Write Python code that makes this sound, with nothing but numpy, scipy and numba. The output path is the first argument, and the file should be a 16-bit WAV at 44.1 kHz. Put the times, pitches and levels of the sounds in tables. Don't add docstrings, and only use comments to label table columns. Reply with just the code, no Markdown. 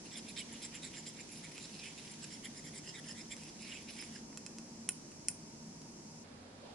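import sys
import numpy as np
from scipy import signal
from scipy.fft import rfft, irfft
from scipy.io import wavfile
from scipy.ndimage import uniform_filter1d
from numba import njit

SR = 44100
rng = np.random.default_rng(int(sys.argv[2]) if len(sys.argv) > 2 else 0)


def to_wav(s):
    ch = np.atleast_2d(s).T
    pcm = np.round(np.clip(ch, -1, 1) * 32767)
    wavfile.write(sys.argv[1], SR, pcm.astype(np.int16))


N = 297234
T = np.arange(N) / SR
CUT_S = 6.235

# frequency in Hz, relative dB.
BENCH_HISS = [(25, -27), (50, -12), (80, -20), (130, -11.5), (200, -4), (300, -5.5), (480, -13.5),
              (950, -18.5), (1400, -25), (2400, -25.5), (3600, -29.5), (5600, -15), (7800, -23),
              (9500, -32), (11000, -25.5)]
CORNER_HISS = [(25, -17), (60, -17), (140, -21), (230, 0.5), (350, -11.5), (550, -9), (900, -15.5),
               (1500, -18.5), (3000, -25), (5000, -22.5), (8000, -29), (11000, -33)]
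RUSTLE_SPECTRUM = [(300, -14), (550, 3), (750, -2), (1050, -11), (1500, -25), (3500, -15.5), (5000, -18),
                   (8000, -43)]
# frequency in Hz, left minus right in dB.
BENCH_PAN = [(60, -0.5), (500, -0.3), (1120, -2.3), (3000, -1), (11600, 0.3)]
CORNER_PAN = [(60, -8), (200, 1), (620, -2.5), (5000, -4.5), (11600, 0.6)]
# frequency in Hz, left-right correlation.
CORRELATION = [(60, 0.9), (130, 0.87), (270, 0.92), (570, 0.36), (1210, -0.19), (2570, 0.1), (5450, -0.36),
               (11600, -0.21)]
# pitch and width in Hz, level in dB at the bench and in the corner.
FAN_HUMS = [(96.8, 12.4, -69, -63), (155, 10.7, -62.5, -68), (226, 11, -58.5, -80), (935, 34, -74, -83)]
# time in seconds, level in dB.
RUSTLE_SWELL = [(6.5, -93), (6.6, -64), (6.66, -55), (6.74, -56)]
# echo delay in seconds, relative level in dB.
ECHOES = [(0.017, -15), (.029, -19)]
# pitch in Hz, relative level in dB,
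# t60 in seconds before the damping factor, phase lead of the left side in radians.
FLOOR_MODES = [(1250, -7, .012, 0.1), (1455, -8, .06, 0.1), (1825, -9, .04, .3), (2580, 0, .045, -.2),
               (2750, -5, .025, .1), (3150, -2, .018, .2), (4070, -3, .03, .2)]
BOWL_MODES = [(5060, -4, .045, .8), (5190, 0, .04, .8), (5350, -6, .025, .8), (5800, -3, .025, 1.2),
              (6300, -8, .02, 1.5)]
WALL_MODES = [(7238, 0, .055, -.1), (7650, -4, .016, -.6), (8080, -11, .018, -.6)]
RIM_MODES = [(8920, -8, .03, .3), (9085, -4, .035, .3), (9220, -1, .04, .3), (9520, -1, .045, .5),
             (9760, -7, .03, .6)]
LIP_MODES = [(10350, 0, .03, 1.1), (10590, -2, .022, 1.3)]
# middle and length in seconds, pitch in Hz, level in dB.
SQUEAKS = [(0.132, 0.011, 7670, -52.5), (0.141, 0.012, 5340, -52.5), (0.158, 0.013, 3500, -50),
           (0.159, 0.01, 10640, -56), (0.175, 0.012, 5200, -52.0), (0.177, 0.01, 7320, -54),
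           (0.295, 0.011, 10340, -53), (0.388, 0.013, 3080, -50), (0.393, 0.0072, 7770, -42),
           (0.406, 0.016, 2250, -52), (0.407, 0.017, 10470, -57), (0.419, 0.016, 2920, -53),
           (0.529, 0.011, 10360, -55), (0.623, 0.009, 10700, -55.5), (0.633, 0.01, 7580, -50),
           (0.65, 0.017, 9400, -61), (0.652, 0.013, 7560, -46), (0.754, 0.01, 7290, -51.0),
           (0.755, 0.018, 10300, -56), (0.837, 0.01, 3760, -46), (0.85, 0.008, 7710, -47),
           (0.876, 0.011, 9040, -58), (0.99, 0.021, 7230, -47.5), (1.087, 0.0078, 7520, -43),
           (1.085, 0.012, 9040, -59.0), (1.091, 0.009, 10500, -60.0), (1.213, 0.0092, 7270, -48.5),
           (1.324, 0.011, 10250, -53.5), (1.46, 0.009, 2220, -56), (1.639, 0.0083, 7200, -56),
           (1.833, 0.019, 2505, -49.5), (1.867, 0.024, 2520, -53), (1.872, 0.024, 2580, -59),
           (2.12, 0.011, 7450, -56), (2.243, 0.009, 7280, -52), (2.342, 0.015, 5470, -50.5),
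           (2.452, 0.009, 7570, -53), (2.467, 0.017, 2030, -58), (2.763, 0.01, 7920, -56.0),
           (2.781, 0.008, 7430, -54), (2.783, 0.008, 9090, -53), (2.89, 0.014, 7400, -50),
           (2.893, 0.012, 5100, -53.5), (2.96, 0.015, 3710, -54), (3.11, 0.015, 5230, -48.5),
           (3.212, 0.011, 5260, -50.5), (3.32, 0.0092, 3490, -55), (3.321, 0.01, 2390, -53),
           (3.327, 0.016, 7490, -51), (3.726, 0.012, 2860, -48.5), (3.756, 0.009, 2570, -51),
           (3.77, 0.014, 2610, -58), (4.005, 0.018, 5260, -48), (4.015, 0.009, 10420, -53),
           (4.026, 0.007, 2450, -55), (4.159, 0.017, 5140, -56)]
# start in seconds; relative dB of click, floor, bowl, wall, rim and lip; # extra crack
# in dB; depth from 0 to 1 of a dip near 3.75 kHz, which also lengthens the crack; # crack's left minus right in
# dB; floor crack's pitch in Hz.
KNOCKS = [(0.0553, -46, -54, -66, -70, -72, -72, -4, .1, -4, 2200),
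          (0.192, -36, -49, -60, -62, -68, -68, -6, .1, -4, 3000),
          (0.662, -38, -54, -56, -58, -64, -64, -4, .1, -4, 3600),
          (0.834, -44, -47, -58, -56, -62, -62, 0, .1, -5, 3230),
          (1.58, -38, -44.5, -60, -50, -68, -64, -1.5, 0.2, -5, 2480),
          (3.3665, -30, -62, -51, -60, -68, -66, 1, 0, -2, 2500),
          (3.382, -52, -58, -72, -72, -76, -76, 2, .1, -4, 1800),
          (3.751, -38, -58, -59, -58, -66, -66, -4, .1, -2, 2500),
          (4.025, -42, -48.5, -56, -58, -68, -68, 3.5, .1, -9, 2350),
          (4.329, -44, -55, -70, -70, -76, -76, -4, .1, -6, 2000),
          (4.374, -33, -42.5, -40, -38.5, -62, -41, -10, 0, -6, 1850),
          (4.4639, -36, -43, -38, -39.5, -45, -54, -10.5, 0, -6, 2080),
          (4.585, -34, -48, -40, -51, -53, -56, -7, 0, -2, 2240),
          (4.8899, -18, -31.5, -35.5, -30.5, -28, -27, -4.5, .8, -6.5, 2740),
          (5.117, -50, -52, -67, -66, -60, -68, -4.5, .6, -3, 2500),
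          (5.2846, -18, -36, -30.5, -27.5, -26, -33, -3.5, 0.9, -4, 2770),
          (5.818, -36, -60, -56, -60, -70, -70, -8, .1, -6, 2300)]
# crack centre in Hz (None: set by the knock),
# crack width in Hz, crack gain in dB, ring gain in dB.
STRUCK_PARTS = [(None, 1500, 10, -8), (5700, 1100, 12, -13), (7200, 1300, 5, -5), (9330, 700, 12, -11),
                (10600, 900, 3, -11)]
STRUCK_PAN_DB = [-2.5, -6, -5, 9, 4]
# peak and length in seconds; low and high stick ring in Hz;
# relative dB of low ring, high ring, bowl, low wall, high wall, rim and lip.
STROKES = [(0.067, 0.019, 2650, 4160, -50, -50, -66.0, -77.0, -70, -57.5, -71.0),
           (0.165, 0.089, 2240, 3260, -51.5, -48.5, -60, -54, -56, -60, -66),
           (0.298, 0.043, 2470, 3600, -49, -53.5, -70, -51, -63, -59, -63),
           (0.395, 0.058, 2370, 3500, -48, -43, -57, -52, -45, -57.0, -56),
           (0.536, 0.095, 2350, 3080, -56.5, -57, -78, -57, -66, -70, -65),
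           (0.646, 0.053, 2350, 3570, -53, -51.5, -60, -49, -51, -58, -64.0),
           (0.76, 0.069, 2180, 2780, -53, -53, -68, -55, -62, -68, -62),
           (0.86, 0.065, 2270, 3700, -52.5, -48.5, -72, -52, -47, -61.0, -59),
           (0.948, 0.033, 2360, 2980, -59, -50.5, -73, -65, -66, -70.0, -68.0),
           (0.985, 0.064, 2040, 3040, -55, -59, -63, -51, -59, -64, -65.0),
           (1.085, 0.042, 2200, 3170, -60.0, -53.5, -55, -51, -48.0, -59, -57),
           (1.2, 0.06, 2330, 3880, -51.5, -56, -68, -57.5, -69, -71.0, -68.0),
           (1.326, 0.059, 2360, 2840, -57, -72, -70, -53, -62.0, -65, -60),
           (1.373, 0.086, 2640, 3850, -63.0, -70, -61.0, -62, -66.0, -69, -65),
           (1.46, 0.053, 2280, 3460, -52.5, -60, -71, -59, -71, -61, -66),
           (1.57, 0.13, 2380, 2840, -59, -70, -67.5, -62.5, -71, -70, -64),
           (1.64, 0.056, 2660, 3970, -65, -54.5, -63, -60, -65, -59, -68),
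           (1.751, 0.054, 2750, 3950, -61, -56.0, -64, -64, -69, -58, -67.0),
           (1.867, 0.14, 2450, 2940, -53, -51.5, -59.5, -63, -63, -65, -69),
           (1.99, 0.031, 2600, 3550, -48, -59, -59, -62.0, -72, -63, -64),
           (2.105, 0.1, 2250, 2880, -58.5, -60, -61.5, -59, -61.0, -61, -70),
           (2.24, 0.032, 1750, 2800, -51.5, -57, -52, -53, -55, -68, -70.0),
           (2.341, 0.089, 2180, 3170, -56, -64, -62, -56.5, -59, -58, -65),
           (2.459, 0.049, 2080, 2970, -48, -48.5, -60, -57, -55.0, -61, -64),
           (2.583, 0.057, 2120, 3530, -57.5, -73, -61, -53.5, -57, -58, -73),
           (2.675, 0.059, 2030, 3320, -52.5, -54, -61, -55, -61, -69, -61),
           (2.771, 0.068, 2170, 3470, -53, -55.5, -65, -55, -55, -57.5, -64),
           (2.889, 0.088, 1920, 2860, -52.5, -51.5, -59, -59, -57, -64, -74),
           (2.974, 0.076, 2100, 3400, -49.5, -56.5, -58.5, -54.5, -53.5, -63, -70.0),
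           (3.098, 0.1, 1900, 2870, -51.5, -52, -61, -57, -60, -63, -71),
           (3.196, 0.075, 2170, 3420, -48.5, -54.5, -66, -54, -51.5, -64, -71.0),
           (3.326, 0.048, 2200, 3320, -47.5, -51.5, -58.0, -55, -47, -62, -64),
           (3.455, 0.15, 2440, 2940, -56.5, -64, -62.0, -63, -59, -64.5, -64),
           (3.622, 0.056, 2580, 3800, -53.5, -60, -62.5, -63.5, -71.0, -63.0, -76),
           (3.737, 0.19, 2440, 2930, -51.5, -55, -58.5, -61, -61, -61.5, -64),
           (3.902, 0.043, 2640, 3600, -47, -56, -61, -68, -68.0, -63, -64.0),
           (4.017, 0.18, 2280, 2960, -56.5, -59, -57.5, -58, -57, -62, -68),
           (4.168, 0.066, 1950, 2900, -54.5, -65, -57.5, -56, -66, -64.5, -76)]
# time in seconds, relative level in dB.
TIP_DRAG = [(0, -66), (.6, -61.5), (1.2, -63.5), (1.7, -60), (2.2, -60.5), (2.8, -68), (3.4, -67),
            (3.8, -64.5), (4.15, -62.5), (4.25, -75)]
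# time in seconds, width of the low ring in Hz.
GRIP_WIDTH = [(0, 636), (1.6, 640), (2.1, 480), (2.8, 400), (3.1, 393), (3.35, 500), (3.65, 800),
              (4.2, 610)]
# drag offset in dB, gain in dB, damping factor, left minus right in dB.
SCRAPED_PARTS = [(-30, -20, 1, -6), (-11, -20, 2.5, -6.5), (-15, -17.5, 1.4, -1), (-12.5, -22, 1.67, 3.5),
                 (-9, -20.5, 1.25, 2.5)]


def undb(db):
    return 10 ** (np.asarray(db, float) / 20)


def unit(x):
    return x / np.sqrt(np.mean(x ** 2))


def pan(db):
    return undb([[db / 2], [-db / 2]])


def on_log(table, hz):
    points_hz, values = np.transpose(table)
    return np.interp(np.log(hz + 1), np.log(points_hz), values)


def smooth(x, samples):
    return uniform_filter1d(uniform_filter1d(x, samples), samples)


def walk(per_s):
    hold = int(SR / per_s)
    return 1.7 * smooth(np.repeat(rng.standard_normal(N // hold + 1), hold), hold)[:N]


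@njit
def moving_band(x, hz, width_hz):
    out, band, low = np.empty(len(x)), 0., 0.
    for i in range(len(x)):
        g, loss = np.tan(np.pi * hz[i] / SR), width_hz[i] / hz[i]
        v = (band + g * (x[i] - low)) / (1 + g * (g + loss))
        band, low, out[i] = 2 * v - band, low + 2 * g * v, loss * v
    return out


def steady_band(x, hz, width_hz):
    return moving_band(x, np.full(len(x), float(hz)), np.full(len(x), float(width_hz)))


def room_noise(spectrum, balance):
    hz = np.arange(N // 2 + 1) * SR / N
    alike = on_log(CORRELATION, hz)
    mid, side = rfft(rng.standard_normal((2, N))) * np.sqrt([1 + alike, 1 - alike])
    db, lean_db = on_log(spectrum, hz), on_log(balance, hz) / 2
    left, right = (mid + side) * undb(db + lean_db), (mid - side) * undb(db - lean_db)
    return unit(irfft(np.array([left, right]), N))


def fan():
    in_corner = np.clip((T - CUT_S) / 0.0064, 0, 1)
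    out = (1 - in_corner) * room_noise(BENCH_HISS, BENCH_PAN) * undb(-52 + .5 * walk(1.15))
    out += in_corner * room_noise(CORNER_HISS, CORNER_PAN) * undb(-54)
    for hz, width_hz, bench_db, corner_db in FAN_HUMS:
        hum = unit(steady_band(rng.standard_normal(N), hz, width_hz))
        out += hum * undb(bench_db + in_corner * (corner_db - bench_db) + 1.33 * walk(1.72))
    return out


def rustle():
    swell_db = np.interp(T, *np.transpose(RUSTLE_SWELL))
    return room_noise(RUSTLE_SPECTRUM, CORNER_PAN) * undb(swell_db + 1.7 * walk(40)) * (T > CUT_S)


def small_room(direct, t60=.28, gap_s=.004, echo_hz=(8800, 9900)):
    t = np.arange(int(.3 * SR)) / SR
    tail, echo = rng.standard_normal((2, 2, len(t)))
    tail *= undb(-12.5 - 60 * t / t60) * (t > gap_s) * np.sqrt(14 / t60 / SR)
    echo *= sum(undb(db - 16.5) * np.exp(-((t - delay) / 0.0012) ** 2) for delay, db in ECHOES)
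    echo = signal.sosfilt(signal.butter(2, echo_hz, "band", fs=SR, output="sos"), echo)
    return direct + signal.fftconvolve(direct, tail + echo, axes=1)[:, :N]


def squeaks(width_hz=260, roughness=0.55, sag=0.016, spread=0.29):
    out, half = np.zeros((2, N)), 1300
    t = np.arange(-half, half) / SR
    noises = rng.standard_normal((len(SQUEAKS), 6, len(t)))
    for (middle_s, length, hz, db), noise in zip(SQUEAKS, noises):
        wobble = unit(smooth(noise, int(SR / width_hz / 2)))
        mid = 1 + roughness * (wobble[0] + 1j * wobble[1])
        sides = spread * (wobble[2:4] + 1j * wobble[4:])
        carrier = np.exp(2j * np.pi * hz * (t - sag * t ** 2 / length / 2) + 3j * noise[0, 0])
        tone = ((mid + sides) * carrier).real * undb(db - 20 * (t / length) ** 2)
        at = int(middle_s * SR)
        out[:, at - half:at + half] += tone * pan(-5.5)
    return out


def dish_ring(force, modes, pan_db, damping, patchy_db=0):
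    out = np.zeros((2, N))
    for hz, db, t60, lead in modes:
        drive = force * undb(db + (patchy_db * walk(55) if patchy_db else 0))
        pole = np.exp((2j * np.pi * hz - np.log(1000) * damping / t60) / SR)
        mode = signal.lfilter([1], [1, -pole], drive)
        out += [(mode * np.exp(.5j * lead)).imag, (mode * np.exp(-.5j * lead)).imag]
    return out * pan(pan_db)


def knocks(crack_s=0.0007, rim_crack_s=0.0021, click_s=0.0003):
    out, forces = np.zeros((2, N)), np.zeros((5, N))
    t = np.arange(int(.03 * SR)) / SR
    blow = t == 0
    noises = rng.standard_normal((len(KNOCKS), 8, len(t)))
    click_band = signal.butter(3, [1900, 10500], "band", fs=SR, output="sos")
    ring_db = [part[-1] for part in STRUCK_PARTS]
    for (start, click_db, *parts_db, extra_db, dip, pan_db, floor_hz), noise in zip(KNOCKS, noises):
        click = signal.sosfilt(click_band, (noise[0] + 3 * blow) * np.exp(-t / click_s))
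        attack = undb(click_db - 6) * click / np.abs(click).max() * np.ones((2, 1))
        fade = np.exp(-(t / (crack_s + dip * rim_crack_s)) ** 2)
        for (hz, width, crack_db, _), part_db, part_noise in zip(STRUCK_PARTS, parts_db, noise[2:]):
            burst = (part_noise + 1.4 * noise[:2]) * fade + 20 * blow
            hz = hz or floor_hz
            crack = np.array([steady_band(steady_band(side, hz, width), hz, 2 * width) for side in burst])
            attack += crack / np.abs(crack).max() * undb(part_db + crack_db + extra_db)
        at = int(start * SR)
        out[:, at:at + len(t)] += attack * pan(pan_db)
        forces[:, at] = np.sign(noise[7, :5]) * undb(np.add(parts_db, ring_db))
    parts = FLOOR_MODES, BOWL_MODES, WALL_MODES, RIM_MODES, LIP_MODES
    for force, modes, pan_db in zip(forces, parts, STRUCK_PAN_DB):
        out += dish_ring(force, modes, pan_db, damping=.95)
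    starts, *_, dip_depth, _, _ = np.transpose(KNOCKS)
    latest = np.maximum(np.searchsorted(starts, T) - 1, 0)
    return out - dip_depth[latest] * np.array([steady_band(side, hz=3750, width_hz=900) for side in out])


def grit(per_s, spread_db):
    size = undb(spread_db * np.minimum(rng.exponential(size=N), 3.2)) * rng.standard_normal(N)
    return unit(size * (rng.random(N) < per_s / SR))


def pressure(strokes_db, drag_db, edge_db=13.5, rise_share=0.6, squareness=3.3):
    power = undb(np.interp(T, *np.transpose(TIP_DRAG), right=-150) + drag_db) ** 2
    for (peak_s, length, *_), db in zip(STROKES, strokes_db):
        near = slice(max(int((peak_s - 2 * length) * SR), 0), int((peak_s + 2 * length) * SR))
        offset = (T[near] - peak_s) / length
        to_edge = np.abs(offset / np.where(offset < 0, rise_share, 1 - rise_share))
        power[near] += undb(db - edge_db * to_edge ** squareness) ** 2
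    return np.sqrt(power)


def scrape():
    peaks_s, _, low_hz, high_hz, low_db, high_db, *parts_db = np.transpose(STROKES)
    slips = grit(7000, 1.8) * undb(1.1 * walk(110))
    out, antiphase = np.zeros((2, N)), np.array([[1], [-1]])
    parts = BOWL_MODES, WALL_MODES[:1], WALL_MODES[1:], RIM_MODES, LIP_MODES
    for modes, part_db, (drag_db, gain_db, damping, pan_db) in zip(parts, parts_db, SCRAPED_PARTS):
        patches = unit(undb(3.2 * walk(70)))
        force = slips * patches * pressure(part_db, drag_db)
        out += dish_ring(force, modes, pan_db, damping, patchy_db=2) * undb(gain_db)
    stroke = np.searchsorted((peaks_s[1:] + peaks_s[:-1]) / 2, T)
    grip_hz = np.interp(T, *np.transpose(GRIP_WIDTH))
    for ring_hz, ring_db, width in ((low_hz, low_db, grip_hz), (high_hz, high_db, 1.4 * grip_hz)):
        hz = uniform_filter1d(ring_hz[stroke], size=400) * (1 + 0.028 * walk(60))
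        mid, side = (unit(moving_band(moving_band(drive, hz, width), hz, 2.2 * width))
                     for drive in (slips, grit(6000, 2.3)))
        gain = pressure(ring_db - 5.5, drag_db=-17.5) * undb(1.83 * walk(70))
        out += gain * pan(-3.6) * (mid + 0.39 * side * antiphase)
    hiss_band = signal.butter(2, [1700, 7000], "band", fs=SR, output="sos")
    mid, side = signal.sosfilt(hiss_band, [slips, grit(5000, 0.95)])
    return out + undb(-11) * pressure(high_db, drag_db=16.3) * pan(-3) * (mid + side * antiphase)


def scene():
    return small_room(scrape() + squeaks() + knocks()) + fan() + rustle()


def record(dry, top_hz=10990):
    return signal.sosfilt(signal.ellip(14, .5, 66, top_hz, fs=SR, output="sos"), dry)


dry = scene()
out = record(dry)
to_wav(out)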